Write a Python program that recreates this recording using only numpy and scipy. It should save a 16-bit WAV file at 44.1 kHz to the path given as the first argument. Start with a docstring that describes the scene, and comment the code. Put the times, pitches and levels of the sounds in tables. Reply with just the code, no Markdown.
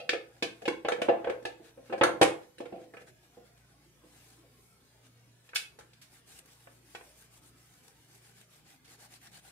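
"""A quiet kitchen, close to a steel sink, two microphones a few cm apart. Mains hum and faint hiss
lie under it all. At first a metal pot lid rocks on the draining board as a soapy sponge scrubs it,
and each knock sets board and lid ringing. About five and a half seconds in, the lid is turned over
and held up: the grip shortens its ring, suds and fingers tick, and the sponge swishes on to the end."""
import sys
import numpy as np
from scipy import signal
from scipy.fft import rfft, irfft
from scipy.io import wavfile
from scipy.ndimage import uniform_filter1d

SR = 44100
rng = np.random.default_rng(int(sys.argv[2]) if len(sys.argv) > 2 else 0)


def wrap_up_sound(samples):
    """Save the sound to the file named by the first command line argument, as 16-bit audio."""
    columns = np.atleast_2d(samples).T
    # keep every value between -1 and 1, then stretch to whole-number steps
    tamed = np.clip(columns, -1, 1)
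    steps = np.round(tamed * 32767).astype(np.int16)
    wavfile.write(sys.argv[1], SR, steps)


N = 419391

# How alike the two microphones hear noise. Each row: frequency in Hz, likeness from 0 to 1.
MIC_LIKENESS = [(60, 0.62), (290, .92), (900, 0.2), (3000, 0.22), (15000, 0.29)]
# Hiss and rumble of the quiet room. Each row: frequency in Hz, relative level in dB.
HISS_SPECTRUM = [(25, -29), (48, -6), (86, -15), (130, -11), (330, -11), (520, -16), (1000, -21.5),
                 (2200, -22), (4000, -25), (9500, -29), (15500, -35)]
# Mains and motor tones. Each row: frequency in Hz, level in dB, seconds between swells,
# time of one crest in seconds, swell depth from 0 to 1.
HUM_TONES = [(59.53, -76, 2.85, 4, .5), (118.6, -70.5, 0.779, 3.61, 0.5), (147.4, -77, 1.9, 2.2, 0.21),
             (175, -82.5, 1.1, 3, 0.1)]
# The kitchen's reverberation. Each row: frequency in Hz, seconds to fall by 60 dB.
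ROOM_DECAY = [(200, 0.37), (1000, 0.34), (4000, 0.26), (12000, 0.27)]
# Runs of evenly spaced sponge strokes. Each row: first and last stroke in seconds,
# rough spacing in seconds, level in dB, stroke length in seconds.
STROKE_RUNS = [(.368, .598, .23, -83.5, 0.089), (1.67, 1.892, .226, -77.5, .07),
               (2.435, 2.826, .376, -82.5, 0.059), (3.015, 3.087, .071, -75, 0.032),
               (3.248, 3.47, .113, -81.5, .04), (3.588, 3.842, .127, -83.5, 0.046),
               (4.077, 4.073, .1, -82, 0.053), (4.243, 4.629, .391, -72, 0.24),
               (4.906, 4.904, .1, -83.5, .18), (5.059, 5.474, .415, -76.5, .05),
               (6.156, 6.157, .1, -69, 0.069), (6.312, 6.372, .062, -66, 0.061),
               (6.51, 6.74, .115, -73, 0.099), (6.927, 7.07, .17, -69.5, 0.13),
               (7.21, 7.214, .1, -68, 0.089), (7.354, 7.463, .109, -69.5, 0.067),
               (7.63, 7.756, .128, -73, 0.12), (7.875, 7.876, .1, -71, 0.081),
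               (8.015, 8.02, .1, -77.5, 0.17), (8.145, 8.268, .121, -72, 0.092),
               (8.397, 8.711, .155, -70, 0.08), (8.921, 9.472, .11, -67, 0.063)]
# Sponge rubbing on wet metal. Each row: frequency in Hz, relative level in dB.
SWISH_SPECTRUM = [(180, -28), (300, -11), (486, -16.5), (565, -17), (725, -10), (978, -14.5), (1560, -8.5),
                  (6410, -13), (8360, -12), (15000, -22), (16000, -25)]
# Hollow resonances of the lid under the sponge. Each row: centre in Hz, width in Hz, lift in dB.
LID_HOLLOWS = [(790, 63, 10.5), (1610, 290, 3), (9100, 120, 5)]
# Lower tones of the lid face, strongest on the board. Each row: time in seconds, lift in dB.
FACE_LIFT = [(0, 7), (2.8, 10), (3.5, 1), (4.1, 3.5), (4.6, -25), (5.05, 1.5), (6.2, -5.5), (7.3, -11),
             (8.55, -3), (8.75, -0.5)]
# Suds and fingers on the held lid. Each row: start in seconds, level in dB, pitch in Hz.
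WET_TICKS = [(5.168, -57, 2280), (5.545, -20.5, 4500), (5.786, -52, 5960), (6.011, -35.5, 3410),
             (6.9, -53.5, 2810), (8.529, -59, 800), (8.65, -52, 1120), (8.842, -41.5, 2670)]
# Modes of the draining board. Each row: frequency in Hz, relative level in dB.
BOARD_MODES = [(160, -11.5), (215, -12.5), (264, -17), (327, -1.5), (430, -28), (459, -10), (498, 1.5),
               (547, -2), (595, -8.5), (634, -7.5), (672, -1.5), (722, -5), (773, -5.5), (818, -2.5),
               (1060, -1.5)]
# Modes of the lid. Each row: frequency in Hz, relative level in dB.
LID_MODES = [(1311, 0.5), (1376, -1.5), (1480, -5), (1581, 4.5), (1690, -12.5), (1740, 1), (2008, -23.5),
             (2240, -1.5), (2460, -2.5), (2530, -2), (2627, -3.5), (2740, -2.5), (2977, -8), (3240, -4),
             (3413, -2), (3607, -9), (3946, -14.5), (4457, -7.5), (4790, -4)]
# The bright crack on top of a knock. 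Each row: frequency in Hz, relative level in dB.
CRACK_SPECTRUM = [(2060, -29), (3500, -6.5), (6610, -7.5), (9260, -8), (14300, -26), (15000, -20.5),
                  (16000, -57)]
# The lid's knocks. Each row: start in seconds, board level in dB, lid ring and crack
# in dB relative to the board, pitch in Hz around which the lid rings.
LID_KNOCKS = [(0, -38.5, -2.5, -42, 2880), (.092, -26, 11, -12, 2880), (.131, -23, -4, -21.5, 2030),
              (.424, -19, -1.5, -14.5, 2900), (.619, -34.5, -11, -16.5, 2210), (.654, -27, 1, -17, 2780),
              (.678, -16.5, -6, -20, 2120), (.848, -21.5, -11.5, -27.5, 2160),
              (.884, -16.5, -6.5, -19.5, 1900), (.919, -20, -4, -20.5, 2180), (.985, -33, -22, -45, 2300),
              (1.017, -18.5, -4, -17, 2170), (1.085, -9.5, -18.5, -31, 1920),
              (1.244, -27.5, -9.5, -25.5, 1830), (1.271, -20.5, -14.5, -28, 1510),
              (1.297, -21.5, -7, -23, 1730), (1.425, -41.5, -13, -18, 1700),
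              (1.452, -24.5, -3.5, -17, 2620), (1.597, -46, -32, -49, 1700),
              (1.774, -40.5, -20.5, -37, 1600), (1.897, -29.5, -15.5, -47, 1600),
              (1.925, -21.5, -12.5, -25, 1760), (1.978, -34, -9, -18.5, 1630),
              (2.011, -8.5, -8.5, -27.5, 1860), (2.034, -12, -0.5, -13.5, 1690),
              (2.062, -20, -5.5, -25.5, 1385), (2.14, -30, -28, -49.5, 1600), (2.213, -6, -13.5, -19, 2540),
              (2.225, -13.5, -1.5, -11.5, 1960), (2.299, -42, -9, -42, 1600),
              (2.582, -44.5, -2.5, -8, 2390), (2.603, -26, -16.5, -24, 2440),
              (2.654, -36.5, -6.5, -22, 1920), (2.724, -32.5, -23.5, -56, 2370),
              (2.756, -45, -12, -50, 2320), (2.937, -39.5, -3, -21, 1350), (2.967, -40.5, -3, -21.5, 1790),
              (3.014, -49, -15, -30, 2130), (3.37, -41.5, -27, -31.5, 1980), (4.034, -47.5, -20, -25, 3020),
              (4.43, -56, -16, -35.5, 2040), (5.49, -60, 11.5, -4, 2730), (5.532, -48.5, 9, -34.5, 1310),
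              (5.558, -36.5, 21.5, 12.5, 3170), (5.788, -42, -5, -9, 1360), (5.808, -49.5, 4.5, -42, 1570),
              (5.933, -62, 11.5, -2, 3500), (6.671, -45, -4.5, -34, 1690), (6.949, -34.5, 1, -15.5, 2040),
              (7.009, -41.5, -6.5, -33.5, 1650)]

LEFT_LAG_SAMPLES = -4  # negative: the left microphone hears the lid first
TURN_S = 5.54  # the lid is turned over


def gain_of(db):
    """Decibels to amplitude factor."""
    return 10 ** (np.asarray(db) / 20)


def unit_rms(x):
    """Scales to rms 1."""
    return x / np.sqrt(np.mean(x ** 2) + 1e-20)


def unit_onset(x):
    """Scales so that the first 20 ms have rms 1."""
    return x / np.sqrt(np.mean(x[:, :SR // 50] ** 2))


def curve_at(points, hz):
    """Reads a curve on a log-frequency axis."""
    f, value = np.transpose(points)
    return np.interp(np.log(hz + 1), np.log(f + 1), value)


def wander(t, top_hz):
    """Slow random drift: sines of random phase, rms 1."""
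    rates = np.geomspace(.2, top_hz, 24)
    return unit_rms(sum(np.sin(2 * np.pi * (f * t + rng.random())) / np.sqrt(f) for f in rates))


def mic_pair(right, own, hz):
    """Left and right spectra: the left is partly the right, slightly earlier, partly its own noise."""
    alike = curve_at(MIC_LIKENESS, hz)
    shift = np.exp(-2j * np.pi * hz * LEFT_LAG_SAMPLES / SR)
    return np.array([alike * right * shift + np.sqrt(1 - alike ** 2) * own, right])


def stereo_noise(level_db, size, patchy_db):
    """Noise at both microphones, shaped by level_db(hz, t) and by random louder and softer patches."""
    frames = 4 * N // size + 5
    hz = np.fft.rfftfreq(size, 1 / SR)[:, None]
    t = np.arange(frames) * size / 4 / SR
    a, b, c, d, patches = rng.standard_normal((frames, len(hz), 5)).T
    patches = unit_rms(uniform_filter1d(uniform_filter1d(patches, 5, 0), 12, 1))
    spectra = mic_pair(a + 1j * b, c + 1j * d, hz) * gain_of(level_db(hz, t) + patchy_db * patches)
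    return signal.istft(spectra, nperseg=size, noverlap=3 * size // 4)[1][:, :N]


def room_tone():
    """Faint hiss under wavering mains and motor tones, which swell and sink in slow beats."""
    t = np.arange(N) / SR
    hiss = unit_rms(stereo_noise(lambda hz, t: curve_at(HISS_SPECTRUM, hz), size=2048, patchy_db=4.0))
    hum = 0
    for hz, db, period_s, crest_s, depth in HUM_TONES:
        level = np.sqrt(2) * gain_of(db + 1.6 * wander(t, 4.4))
        swell = 1 + depth * np.cos(2 * np.pi * (t - crest_s) / period_s)
        hum += level * swell * np.sin(2 * np.pi * (hz * t + 0.036 * wander(t, 15)))
    return gain_of(-65) * hiss + hum


def kitchen_reverb(x):
    """Sparse reflections reach each microphone, every band dying at its own speed."""
    taps = np.zeros((2, SR // 2))
    arrivals = np.arange(200, SR // 2 - 20, 20) + rng.integers(0, 20, (2, (SR // 2 - 201) // 20))
    np.put_along_axis(taps, arrivals, rng.choice([-1., 1.], arrivals.shape), 1)
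    hz, t, bands = signal.stft(taps, SR, nperseg=256)
    bands = bands * gain_of(-60 * t / curve_at(ROOM_DECAY, hz)[:, None])
    alike = 1 / (1 + (hz[:, None] / 500) ** 2)  # bass is the same at both microphones
    bands[0] = alike * bands[1] + np.sqrt(1 - alike ** 2) * bands[0]
    tail = signal.istft(bands, SR, nperseg=256)[1]
    return signal.fftconvolve(x, tail / np.linalg.norm(tail[0]), axes=1)[:, :N]


def sponge_strokes():
    """The hand's single strokes, a little uneven, the pull back weaker than the push."""
    pull_db, uneven_db = -0.5, 1
    rows = []
    for first, last, step, db, length in STROKE_RUNS:
        times = np.linspace(first, last, round((last - first) / step) + 1)
        rows += [(s, db + pull_db * (k % 2), length) for k, s in enumerate(times)]
    middle_s, swish_db, length_s = np.transpose(rows)[:, :, None]
    return middle_s, swish_db + uneven_db * rng.standard_normal(middle_s.shape), length_s


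def sponge():
    """Soapy friction: each stroke swells and fades, a fine swish with lower tones from the lid face."""
    middle_s, swish_db, length_s = sponge_strokes()
    lift_db = np.interp(middle_s, *np.transpose(FACE_LIFT))

    def level_db(hz, t):
        power = gain_of(2 * swish_db) * np.exp(-np.abs(2 * (t - middle_s) / length_s) ** 2.6) + 1e-14
        stroke_db = 10 * np.log10(power.sum(0))
        face_share = 1 / (1 + (hz / 4500) ** 2)
        face_db = face_share * (power * lift_db).sum(0) / power.sum(0)
        hollow_db = sum(db / (1 + (2 * (hz - f) / width) ** 2) for f, width, db in LID_HOLLOWS)
        suds_crackle_db = 1.4 * rng.exponential(1, len(t))
        return curve_at(SWISH_SPECTRUM, hz) + hollow_db + stroke_db + face_db + suds_crackle_db
    return gain_of([[2.5], [1.5]]) * stereo_noise(level_db, size=512, patchy_db=2.42)


def burst(colour_db, t, quick_s, slow_s, slow_share):
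    """Countless small modes blur into coloured noise that drops at once, then dies slowly."""
    hz = np.fft.rfftfreq(len(t), 1 / SR)
    own, right = rfft(rng.standard_normal((2, len(t))))
    noise = irfft(mic_pair(right, own, hz) * gain_of(colour_db(hz + 1)), len(t))
    return unit_rms(noise) * (np.exp(-t / quick_s) + slow_share * np.exp(-t / slow_s)) / 2


def wet_tick(db, centre_hz, length_s=0.0095):
    """Suds or a finger on the lid: a small puff of noise swelling in around one pitch."""
    t = np.arange(4000) / SR
    puff = burst(lambda hz: -6 * (np.log2(hz / centre_hz) / 1.5) ** 2, t, length_s, 0.034, 0.18)
    return gain_of(db) * puff * (t / length_s) ** 2 / (1 + (t / length_s) ** 2)


def metal_ring(modes, centre_hz, octaves, t60, t, blur_db, quick_s):
    """Modes near the struck spot's pitch ring loudest, each with its own phase at each microphone."""
    def colour_db(f):
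        bass_loss_db = 10 * np.log10(1 + (110 / f) ** 4)  # thin steel sends out little deep bass
        return -6 * (np.log2(f / centre_hz) / octaves) ** 2 - bass_loss_db
    hz, db = np.transpose(modes)[:, :, None]
    detune, spot, damping, angle = rng.standard_normal((len(modes), 4)).T[:, :, None]
    level = gain_of(db + 2.8 * spot + colour_db(hz) - 60 * t / (t60 * np.exp(damping / 12)))
    beat_rate, beat_start = rng.random((len(modes), 2)).T[:, :, None]
    level *= 1 + 0.67 * np.cos(2 * np.pi * (35 * beat_rate * t + beat_start))  # close mode pairs beat
    phase = 2 * np.pi * hz * (1 + 0.0048 * detune) * t  # all set off together: a sharp first swing
    scatter = 1.6 * angle / (1 + (450 / hz) ** 3)  # bass is nearly alike at both microphones
    left_phase = phase - scatter - 2 * np.pi * hz * LEFT_LAG_SAMPLES / SR
    tones = np.array([(level * np.sin(side)).sum(0) for side in (left_phase, phase)])
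    tones *= 0.42 + np.exp(-t / quick_s)  # hand and suds damp the first swing
    blur = burst(colour_db, t, quick_s, slow_s=0.29 * t60, slow_share=0.11)
    return unit_onset(unit_onset(tones) + gain_of(blur_db) * unit_onset(blur))


def contact(start_s, board_db, lid_db, crack_db):
    """How a blow wakes the board: low when soft, higher when firm, shorter with a sharp crack."""
    soft_hz, firm_hz, turned_hz = 313, 566, 665
    firmness = 1 / (1.5 + np.exp(-(board_db + lid_db + 43) / 2))  # 0 to 2/3, rising with the lid's ring
    board_hz = turned_hz if start_s > TURN_S else soft_hz + firmness * (firm_hz - soft_hz)
    firm_octaves = 0.78 * gain_of(0.58 * (board_db + 20.5))  # heavier blows wake more modes
    octaves = firmness * firm_octaves + (1 - firmness) * 0.95
    t60 = 0.14 * gain_of(-0.4721 * (np.clip(crack_db, -40, -10) + 20.5))
    if start_s > TURN_S + .1:
        t60 *= 0.31  # the grip damps the turned lid
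    return board_hz, octaves, t60


def lid_knock(start_s, board_db, lid_db, crack_db, lid_hz):
    """One blow and its chatter of rebounds shake board and lid; a short crack tops it."""
    t = np.arange(14000) / SR
    board_hz, octaves, t60 = contact(start_s, board_db, lid_db, crack_db)
    blows = 0.78 * rng.standard_normal(2000) * (rng.random(2000) < 350 / SR)  # 350 rebounds a second
    blows *= np.exp(-t[:2000] / 0.0052)
    blows[0] = 1
    board = metal_ring(BOARD_MODES, board_hz, octaves, t60, t, blur_db=-10.5, quick_s=0.0064)
    lid = metal_ring(LID_MODES, lid_hz, 0.74, 0.52 * t60, t, blur_db=-4.5, quick_s=0.0073)
    tilt = 0.27 * (crack_db + 6.5)  # dB per octave: metal on metal is brighter than a dull knock
    crack = burst(lambda hz: curve_at(CRACK_SPECTRUM, hz) + tilt * np.log2(hz / 7000), t,
                  quick_s=0.0068, slow_s=0.013, slow_share=0.46)
    rise = 1 - np.exp(-t / (0.0018 * gain_of(-.25 * lid_db)))  # dull touches build up more slowly
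    sound = board + gain_of(lid_db) * lid + gain_of(crack_db) * unit_onset(crack)
    sound *= rise / abs(board * rise).max()
    return gain_of(board_db) * signal.fftconvolve(sound, blows[None] / np.linalg.norm(blows), axes=1)


def lid_handling():
    """The lid's knocks and wet ticks, each at its time."""
    knocks = [(start_s, lid_knock(start_s, *row)) for start_s, *row in LID_KNOCKS]
    ticks = [(start_s, wet_tick(*row)) for start_s, *row in WET_TICKS]
    track = np.zeros((2, N + SR))
    for start_s, sound in knocks + ticks:
        start = round(start_s * SR)
        track[:, start:start + sound.shape[1]] += sound
    return track[:, :N]


def scene():
    """At the sink: the lid a shade to the right with its reverberation, the sponge, the room tone."""
    lid = lid_handling() * gain_of([[-.5], [.5]])
    return lid + gain_of(-5) * kitchen_reverb(lid) + sponge() + room_tone()


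def record(dry):
    """The microphones roll off below 55 Hz, and the band ends at 15.7 kHz."""
    low_cut = signal.sosfilt(signal.butter(3, 55, "high", fs=SR, output="sos"), dry)
    band_limit = signal.firwin(511, 15700, window=("kaiser", 9), fs=SR)
    return signal.oaconvolve(low_cut, band_limit[None], "same")


dry = scene()
out = record(dry)
wrap_up_sound(out)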